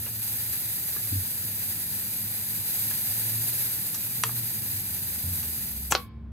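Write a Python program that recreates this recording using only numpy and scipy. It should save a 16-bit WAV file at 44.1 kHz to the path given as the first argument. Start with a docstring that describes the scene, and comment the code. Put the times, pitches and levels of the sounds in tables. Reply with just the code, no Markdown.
"""In a driveway, air jets steadily out of a tyre through a brass deflator: coloured noise that sags slowly.
The brass clicks now and then: short forces set resonances ringing, and the yard scatters the sound.
At the end the hiss is already fading when the valve core is pushed home with a noise spurt and a double
clack; it goes silent just after. Behind it a distant engine drones and slows and a machine hums (both sine
tones), something thuds once (a sinking tone and ringing modes), and far traffic rumbles (low noise)."""
import sys
import numpy as np
from scipy import signal
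from scipy.fft import rfft, irfft, next_fast_len
from scipy.io import wavfile

SR = 44100
rng = np.random.default_rng(int(sys.argv[2]) if len(sys.argv) > 2 else 0)


def file_out(sig):
    """Save sig as 16-bit WAV at sys.argv[1]."""
    # one column per channel
    cols = np.atleast_2d(sig).T
    # limit, then scale
    lim = np.clip(cols, -1, 1)
    pcm = np.round(lim * 32767).astype(np.int16)
    wavfile.write(sys.argv[1], SR, pcm)


N = 278706
TIME = np.arange(N) / SR
HZ = np.maximum(np.fft.rfftfreq(2 * next_fast_len(N // 2 + 1), 1 / SR), 1)  # from 1 Hz, so its log exists

# colour of the air jet, relative: f/Hz, level per Hz/dB
JET = [(200, -25.5), (500, -15), (660, -17.5), (870, -13), (1080, -22), (1380, -16), (1880, -11.5),
       (2070, -15), (2450, -12.5), (2680, -14.5), (3100, -15), (3500, -11.5), (4200, -6.5), (4420, -14),
       (4680, -6.5), (4980, -10), (5250, -8.5), (5550, -14.5), (6150, -11), (6600, -10), (7200, -9.5),
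       (8550, -3), (9100, -3), (9900, -1.4), (10800, -0.8), (11300, 1.7), (11750, -3.5), (12550, 3.5),
       (13200, 2.3), (14600, 1.7), (14950, -2.5), (15200, 4.3), (15600, -2.5)]
# how the jet differs between left and right: f/Hz, likeness 0-1, left lead/rad, left minus right/dB
JET_SIDES = [(200, 0.96, 0.0, 0.1), (600, 0.53, 0.3, 2.0), (1300, 0.39, -0.1, 0.4), (1700, 0.76, 0.3, -0.9),
             (2400, 0.94, 0.0, 0.1), (2900, 0.58, -0.0, -0.6), (3150, 0.43, -3.2, -0.9),
             (3700, 0.3, -2.9, 0.7), (4300, 0.55, -3.1, 2.1), (4750, 0.25, -4.3, 1.8),
             (5400, 0.86, -3.2, 0.2), (6600, 0.4, 0.6, 0.3), (7900, 0.42, 2.5, -0.0),
             (8600, 0.61, 1.8, 1.1), (9300, 0.85, 3.0, -0.1), (10400, 0.55, 2.5, -4.8),
             (10900, 0.19, 2.2, -6.9), (11350, 0.79, -0.2, -1.5), (12600, 0.78, -0.9, -0.5),
             (14000, 0.68, -1.8, 1.8), (15100, 0.84, -3.0, 2.1)]
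# the hiss starts at this level and sinks slowly as the tyre empties
HISS_DB, SAG_DB_PER_S = -27.5, 0.284
# spells of softer or stronger hiss: start t/s, end t/s, fade-in/s, fade-out/s, change/dB
SPELLS = [(-0.1, 0.23, 0.05, 0.034, -3.5), (0.6, 2.84, 0.6, 0.31, -0.83), (2.528, 3.8, 0.22, 0.097, 2.5)]
# the valve is pushed shut: when it seals, time scale of the throttling, how steeply the hiss follows the gap
SEALED_S, THROTTLE_S, THROTTLE_POWER = 6.106, 0.17, 2.3
# the last spurt swells up to the clack: t/s, level/dB relative to the spurt
SPURT_SWELL = [(5.895, -70), (5.904, -15), (5.912, -1), (5.921, 0), (5.927, -18), (5.950, -110)]
# colour of the spurt, relative: f/Hz, level per Hz/dB
SPURT_COLOUR = [(20, -48.5), (200, -8.0), (700, 0.0), (1500, -13.5), (2600, -5.0), (4600, -13.5),
                (6000, 2.0), (8000, 0.0), (9200, -6), (11400, 6.0), (13000, -19.0), (16000, -0.5)]

# light ticks of the brass parts: t/s, nominal peak level/dB, scraping share/dB, ring f/Hz,
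# thin below f/Hz, dull above f/Hz
CLICKS = [(0.062, -30.5, 10, 596, 150, 4040), (0.533, -34, 6, 1700, 300, 6000),
          (0.963, -32, 5, 450, 110, 2200), (2.912, -29, 3, 1707, 400, 5000),
          (3.945, -22.5, 8, 5870, 900, 12000), (4.2934, -25.5, -7, 860, 348, 1700),
          (5.430, -30.5, 2, 1510, 497, 10000)]
# resonances of the deflator body: f/Hz, width/Hz, level/dB
BRASS = [(260, 330, -17), (440, 28, -8), (966, 154, -3), (1250, 370, -0.5), (1700, 93, 2), (2510, 1000, -3),
         (4080, 1600, -7), (5900, 1300, 0.5), (7700, 1100, -6)]
# modes of the hose fitting: f/Hz, level/dB, time to fall 60 dB/s
FITTING = [(339.5, -22, .03), (455, -22, 0.15), (690, -20, .025), (975, -1.5, 0.029), (1226, -6.5, 0.023),
           (1380, -2.5, 0.016), (1860, -8, 0.03), (2620, -9, 0.021), (2970, -5, 0.023),
           (3320, -10.5, 0.027), (4575, -11.5, 0.038), (5870, -2, 0.018), (8400, -11, 0.012)]
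# modes of the valve as its core seats: f/Hz, level/dB, time to fall 60 dB/s
VALVE = [(140, -12.5, 0.035), (250, -14.5, 0.024), (336, -11.5, 0.026), (424, -14.5, 0.028),
         (516, -19.5, .05), (700, -19, .035), (834, -9, 0.045), (963, -10, .035), (1090, -10.5, 0.062),
         (1375, -4.5, .032), (1760, -15, .03), (2120, -13, 0.028), (2380, -13, 0.026), (2620, -11.5, 0.035),
         (5760, -11, .025), (5850, -6.5, 0.022), (6840, -11, 0.015), (7160, -4, 0.014), (11400, -18, 0.017)]
# modes of the sliding stem: f/Hz, level/dB, time to fall 60 dB/s
STEM = [(350, -15, .03), (620, -20, 0.027), (781, -8, 0.056), (985, -14.5, .03), (1324, -4, 0.032),
        (1460, -9, 0.037), (1690, -19, 0.037), (2160, -17.5, 0.045), (2640, -21.5, 0.045), (3120, -22, .05),
        (3810, -15, .045), (3990, -9.5, .04), (4220, -10, .04), (4490, -11.5, .04), (4580, -13.5, 0.058),
        (5100, -11, 0.04), (5450, -13, .035), (5770, -16, 0.03)]
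# hard knocks: t/s, ring level/dB, crack level/dB before filtering, crack rise/s, rattle share/dB,
# thin below f/Hz, dull above f/Hz, echo delay/s, echo level/dB, clean strike share 0-1, modes that ring
KNOCKS = [(4.2360, -15.5, -7.5, 0.0006, -21.5, 620, 9700, .0036, -8, 0.16, FITTING),
          (5.9221, -11.5, -4.5, 0.0003, -19.5, 110, 8100, 0.00236, -1, 0.75, VALVE),
          (5.9505, -15, -6.5, 0.00047, -16, 250, 5570, 0.00184, -11, 0.67, STEM)]
# both closing knocks travel down the valve stem into the wheel: t/s, level/dB
WHEEL_BLOW = [(5.9227, -31), (5.951, -27.5)]
# modes of the wheel: f/Hz, level/dB, time to fall 60 dB/s
WHEEL = [(488, -10, 0.19), (1047, -19.5, 0.91), (1066, -20, 0.46), (1124, -4, 0.24), (1434, -27, .35),
         (1730, -37, .7), (2191, -32, 0.59), (2283, -24, 0.66), (3128, -33, .8)]
# faint wheel overtones: range, middle level, time to fall 60 dB
OVERTONES_HZ, OVERTONES_DB, OVERTONES_T60_S = (1264, 5300), -36.5, 0.56
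# reverberation between house and car: f/Hz, time to fall 60 dB/s
YARD_T60 = [(200, 0.19), (1000, 0.17), (4000, 0.18), (8000, 0.038), (16000, 0.093)]

# distant engine, cruising, easing off, pulling again and running down: t/s, firing rate f/Hz
ENGINE_SPEED = [(0, 110.9), (1.38, 112), (1.6, 97.75), (2.1, 104.7), (2.8, 104.1), (3.6, 114), (4.5, 118.4),
                (4.85, 94.06), (5.4, 86.4), (5.75, 65.22), (6.32, 66.63)]
ENGINE_DB, ENGINE_SWELL_S = -50, 0.13   # its level between swells; spread of a bell-shaped swell
# its drone swells: t/s, rise/dB
ENGINE_SWELLS = [(0.15, 7), (2.38, 5.5), (3.37, 12), (4.33, 8), (4.83, 7.5), (5.33, 11.5), (5.85, 9),
                 (6.29, 8.5)]
# machine hum, which sags in pitch for a while: t/s, f/Hz
HUM_PITCH = [(0, 226), (1.3, 227), (1.7, 215.2), (4.4, 216.3), (4.9, 223.5), (6.32, 225.6)]
# its level before the overall trim: t/s, level/dB
HUM_LEVEL = [(0, -59), (1.3, -62.5), (1.7, -49.5), (2.5, -51.5), (3.4, -61.5), (5.5, -47.5), (6.32, -48)]
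# two contacts of a dull thud: t/s, level/dB before filtering
THUDS = [(1.1245, -26.5), (1.153, -32)]
# its modes: f/Hz, level/dB, time to fall 60 dB/s
THUD_MODES = [(175, -14, 0.06), (246, -5, 0.079), (282, -7.5, 0.09)]
# the boom under the thud
BOOM_S, BOOM_DB, BOOM_ATTACK_S, BOOM_HOLD_S, BOOM_RELEASE_S = 1.113, -24.5, 0.015, .044, 0.068
BOOM_HZ, BOOM_SAG_HZ_PER_S = 100, 81
# street noise over time, before trims: t/s, low rumble/dB, upper rumble/dB, deep rumble/dB
STREET_LEVEL = [(0, -49.5, -50.5, -85), (4.4, -55.5, -48, -82), (4.8, -51, -48.5, -61),
                (5.3, -45.5, -47, -55), (5.7, -54, -49.5, -52), (6.32, -44.5, -50.5, -65.5)]
# colours of the three rumbles, relative; each one: f/Hz, level per Hz/dB
LOW_RUMBLE = [(20, -52), (40, -17.5), (60, 2), (85, 14), (110, 9.5), (170, -32.5), (1000, -100)]
UPPER_RUMBLE = [(20, -65), (60, -38), (100, 1.5), (140, 0.5), (195, -3), (250, -8.5), (330, -11.5),
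                (450, -20.5), (650, -25), (1050, -26), (1700, -33), (4000, -46.5), (7000, -63),
                (16000, -73)]
DEEP_RUMBLE = [(20, -31), (38, -9), (52, 3.5), (70, 2), (160, -52)]
CUTOFF_HZ = 15720   # nearly nothing is left above this


def jet(flutter_db=0.86, flutter_rate_hz=25):
    """Turbulent air makes bright noise, strongest above 12 kHz; it follows the flow and flutters slightly."""
    flutter = from_db(flutter_db * drift(flutter_rate_hz))
    return flow() * flutter * noise(JET, *at_hz(JET_SIDES, HZ))


def flow():
    """Gain of the hiss: slowly sinking, with a few spells, then throttled ever faster until the valve seals."""
    db = HISS_DB - SAG_DB_PER_S * TIME
    for start, end, fade_in, fade_out, change_db in SPELLS:
        fade = np.minimum((TIME - start) / fade_in, (end - TIME) / fade_out)
        db = db + change_db * np.clip(fade, 0, 1)
    gap = 1 - np.exp(-np.maximum(SEALED_S - TIME, 0) / THROTTLE_S)
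    return from_db(db) * gap ** THROTTLE_POWER


def spurt(level_db=-22):
    """The closing valve squeezes out a last short burst of noise that swells up to the clack."""
    swell_db, = in_time(SPURT_SWELL)
    return from_db(level_db + swell_db) * (TIME > 5.895) * noise(SPURT_COLOUR, coherence=.6)


def deflator(crest_db=10):
    """Ticks and knocks of the brass parts with their reflections; the closing pair rings the wheel."""
    out = np.zeros((2, N))
    for s, peak_db, *contact in CLICKS:
        add(out, s, from_db(peak_db - crest_db) * click(*contact))   # from nominal peak to rms
    for s, *contact in KNOCKS:
        add(out, s, knock(*contact))
    return out + yard(out, wet_db=-14.5) + wheel()


def click(scrape_db, ring_hz, thin_hz, dull_hz, scrape_s=0.013, chatter_s=0.024, chatter_db=-14,
          raw_db=-17, ring_db=2, echo_s=0.00241, echo_db=-11, side_db=-3):
    """A contact, scraping and chatter ring the brass; the concrete returns an echo. 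Attack has rms 1."""
    t = TIME[:SR // 8]
    shape = np.exp(-t / scrape_s) + from_db(chatter_db) * np.exp(-t / chatter_s)
    mid, side = rng.standard_normal((2, len(t))) * shape / np.linalg.norm(shape)
    # mainly the treble differs between the sides
    side = from_db(side_db) * highpass(side, 1500, order=1) * [[1], [-1]]
    force = (t == 0) + from_db(scrape_db) * (mid + side)
    body = sum(from_db(db) * resonate(force, hz, width) for hz, width, db in BRASS)
    own_ring = from_db(ring_db) * resonate(force, ring_hz, ring_hz * 0.32)
    sound = body + own_ring + from_db(raw_db) * force
    sound = lowpass(highpass(sound, thin_hz), dull_hz, order=4)
    echo = np.roll(lowpass(sound, 4500), int(echo_s * SR), axis=1)
    sound = sound + from_db(echo_db) * echo
    attack = sound[:, :SR // 400]
    return sound / np.sqrt(np.mean(attack ** 2))


def knock(ring_db, crack_db, rise_s, rattle_db, thin_hz, dull_hz, echo_s, echo_db, clean, modes,
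          rattle_s=0.015, side_db=-7, echo_dull_hz=3000, spread_s=0.0018):
    """Metal meets metal: a strike in a gritty crack, a rattle, an echo off the rim; the struck part rings."""
    t = TIME[:SR // 4]
    mid, side = rng.standard_normal((2, len(t)))
    grit = mid + from_db(side_db) * highpass(side, 1500, order=1) * [[1], [-1]]
    contact = t / rise_s * np.exp(1 - t / rise_s)
    strike = np.arange(len(t)) == np.argmax(contact)
    # keep only the phases, so all frequencies are equally strong; then shorten
    burst = irfft(np.exp(1j * np.angle(rfft(grit * contact))), len(t)) * np.exp(-t / spread_s)
    clean = np.clip(clean, 0, 1)
    hit = np.linalg.norm(contact) * (np.sqrt(clean) * strike + np.sqrt(1 - clean) * burst)
    rattle = from_db(rattle_db) * np.exp(-t / rattle_s) * grit
    crack = from_db(crack_db) * lowpass(highpass(hit + rattle, thin_hz), dull_hz, order=6)
    echo = from_db(echo_db) * np.roll(lowpass(crack, echo_dull_hz), int(echo_s * SR), axis=1)
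    tone = sum(from_db(db - 60 * t / t60) * np.sin(2 * np.pi * (hz * t + rng.random()))
               for hz, db, t60 in modes)
    return crack + echo + from_db(ring_db) * tone * (1 - np.exp(-t / rise_s))


def wheel(count=36, scatter_db=3):
    """The closing knocks ring a few clear wheel modes under faint overtones that differ on each side."""
    places = rng.random((2, count))
    sizes_db = OVERTONES_DB + scatter_db * rng.standard_normal((2, count))
    low, high = OVERTONES_HZ
    haze = []
    for side_places, side_db in zip(places, sizes_db):
        modes = [(low * (high / low) ** u, db, OVERTONES_T60_S) for u, db in zip(side_places, side_db)]
        haze.append(ring(WHEEL_BLOW, modes))
    return ring(WHEEL_BLOW, WHEEL) + np.array(haze)


def yard(x, wet_db):
    """Scattered reflections, unrelated on the two sides; each band of noise dies away at its own pace."""
    t, edges, tail = TIME[:SR // 2], np.geomspace(150, 16000, 9), 0
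    for low, high in zip(edges, edges[1:]):
        sos = signal.butter(2, [low, high], "band", fs=SR, output="sos")
        band = signal.sosfilt(sos, rng.standard_normal((2, len(t))))
        t60, = at_hz(YARD_T60, np.sqrt(low * high))
        tail = tail + band * from_db(-60 * t / t60)
    tail = tail * (1 - np.exp(-t / 0.0023))   # soft build-up
    tail = tail / np.sqrt(np.sum(tail ** 2) / 2)
    return from_db(wet_db) * signal.fftconvolve(x, tail, axes=1)[:, :N]


def engine(second_db=-15, third_db=-21, wander=0.0198, throb_db=3.0):
    """A distant exhaust note at the firing rate, swelling and a little uneven, with two weak overtones."""
    hz, = in_time(ENGINE_SPEED)
    swells_db = sum(rise_db * np.exp(-.5 * ((TIME - s) / ENGINE_SWELL_S) ** 2)
                    for s, rise_db in ENGINE_SWELLS)
    phase = 2 * np.pi * np.cumsum(hz * (1 + wander * drift(7.06))) / SR
    overtones = from_db(second_db) * np.sin(2 * phase) + from_db(third_db) * np.sin(3 * phase)
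    gain = from_db(ENGINE_DB + swells_db + throb_db * drift(9.2))
    return gain * np.sqrt(2) * (np.sin(phase) + overtones)


def hum(trim_db=-3.5, waver_db=1.5):
    """The tone of a machine nearby: one sine that follows the pitch table and wavers in level."""
    (hz,), (db,) = in_time(HUM_PITCH), in_time(HUM_LEVEL)
    gain = from_db(db + trim_db + waver_db * drift(2.7))
    return gain * np.sqrt(2) * np.sin(2 * np.pi * np.cumsum(hz) / SR)


def thud(thin_hz=110, dull_hz=380):
    """A dull, heavy bump some way off: two soft contacts over a short boom that sinks in pitch."""
    t = np.maximum(TIME - BOOM_S, 0)
    left_s = BOOM_ATTACK_S + BOOM_HOLD_S + BOOM_RELEASE_S - t
    shape = np.clip(np.minimum(t / BOOM_ATTACK_S, left_s / BOOM_RELEASE_S), 0, 1)
    tone = np.sin(2 * np.pi * (BOOM_HZ - .5 * BOOM_SAG_HZ_PER_S * t) * t)
    contacts = lowpass(highpass(ring(THUDS, THUD_MODES), thin_hz), dull_hz, order=4)
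    return from_db(BOOM_DB) * shape * tone + contacts


def street(upper_trim_db=2.):
    """Far traffic as noise: a low rumble, a wash above it and a deep murmur that joins near the end."""
    low_db, upper_db, deep_db = in_time(STREET_LEVEL)
    low = from_db(low_db) * noise(LOW_RUMBLE, coherence=1.0)
    upper = from_db(upper_db + upper_trim_db) * noise(UPPER_RUMBLE, coherence=0.86)
    deep = from_db(deep_db) * noise(DEEP_RUMBLE, coherence=0.98)
    return low + upper + deep


def noise(spectrum, coherence=0, lead=0, balance_db=0):
    """Stereo noise of rms about 1 with a given colour, likeness, left phase lead and balance of the sides."""
    shared, left, right = rng.standard_normal((3, len(HZ))) + 1j * rng.standard_normal((3, len(HZ)))
    alike = np.clip(coherence, 0, 1)
    left = np.sqrt(alike) * shared * np.exp(1j * lead) + np.sqrt(1 - alike) * left
    right = np.sqrt(alike) * shared + np.sqrt(1 - alike) * right
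    sides = np.array([left * from_db(balance_db / 2), right * from_db(-balance_db / 2)])
    colour_db, = at_hz(spectrum, HZ)
    return rms_one(irfft(sides * from_db(colour_db)))[:, :N]


def drift(rate_hz):
    """Smooth random wander of spread about 1: noise slowed by two equal low-passes at `rate_hz`."""
    step = 40   # samples between points, joined by straight lines
    r = np.exp(-2 * np.pi * rate_hz * step / SR)
    slow = signal.lfilter([1], [1, -2 * r, r * r], rng.standard_normal(N // step + 2002))
    slow = slow[2000:]   # skip the filter's start-up
    return np.interp(np.arange(N) / step, np.arange(len(slow)), rms_one(slow))


def ring(blows, modes):
    """Blows (t/s, level/dB) set decaying sine modes ringing."""
    t, force = TIME[:SR], np.zeros(N)
    for s, db in blows:
        force[int(s * SR)] += from_db(db)
    answer = sum(from_db(db - 60 * t / t60) * np.sin(2 * np.pi * hz * t) for hz, db, t60 in modes)
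    return signal.fftconvolve(force, answer)[:N]


def resonate(x, hz, width_hz):
    """One resonance with gain about 1 at its top."""
    r = np.exp(-np.pi * width_hz / SR)
    feedback = [1, -2 * r * np.cos(2 * np.pi * hz / SR), r * r]
    return signal.lfilter(np.array([1, 0, -1]) * (1 - r * r) / 2, feedback, x)


def lowpass(x, hz, order=2):
    """Butterworth low-pass: dulls the sound."""
    return signal.sosfilt(signal.butter(order, min(hz, .45 * SR), fs=SR, output="sos"), x)


def highpass(x, hz, order=3):
    """Butterworth high-pass: thins the sound."""
    return signal.sosfilt(signal.butter(order, hz, "high", fs=SR, output="sos"), x)


def add(out, s, sound):
    """Mix a sound in at time s, in seconds."""
    i = int(s * SR)
    out[..., i:i + sound.shape[-1]] += sound[..., :N - i]


def in_time(rows):
    """Each column of a time table, joined by straight lines, at every sample."""
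    s, *columns = np.transpose(rows)
    return [np.interp(TIME, s, c) for c in columns]


def at_hz(rows, hz):
    """Each column of a frequency table at the given frequencies, on a log scale."""
    points, *columns = np.transpose(rows)
    return [np.interp(np.log(hz), np.log(points), c) for c in columns]


def from_db(db):
    """Decibels to gain."""
    return 10 ** (np.asarray(db) / 20)


def rms_one(x):
    """Scale to rms 1."""
    return x / np.sqrt(np.mean(x ** 2) + 1e-20)


def scene():
    """The deflator in front, the neighbourhood behind."""
    return jet() + spurt() + deflator() + engine() + hum() + thud() + street()


def record(dry):
    """The highest peaks are rounded and the top of the treble is cut steeply."""
    rounded = np.tanh(dry)
    return signal.sosfilt(signal.ellip(12, .1, 90, CUTOFF_HZ, fs=SR, output="sos"), rounded)


dry = scene()
out = record(dry)
file_out(out)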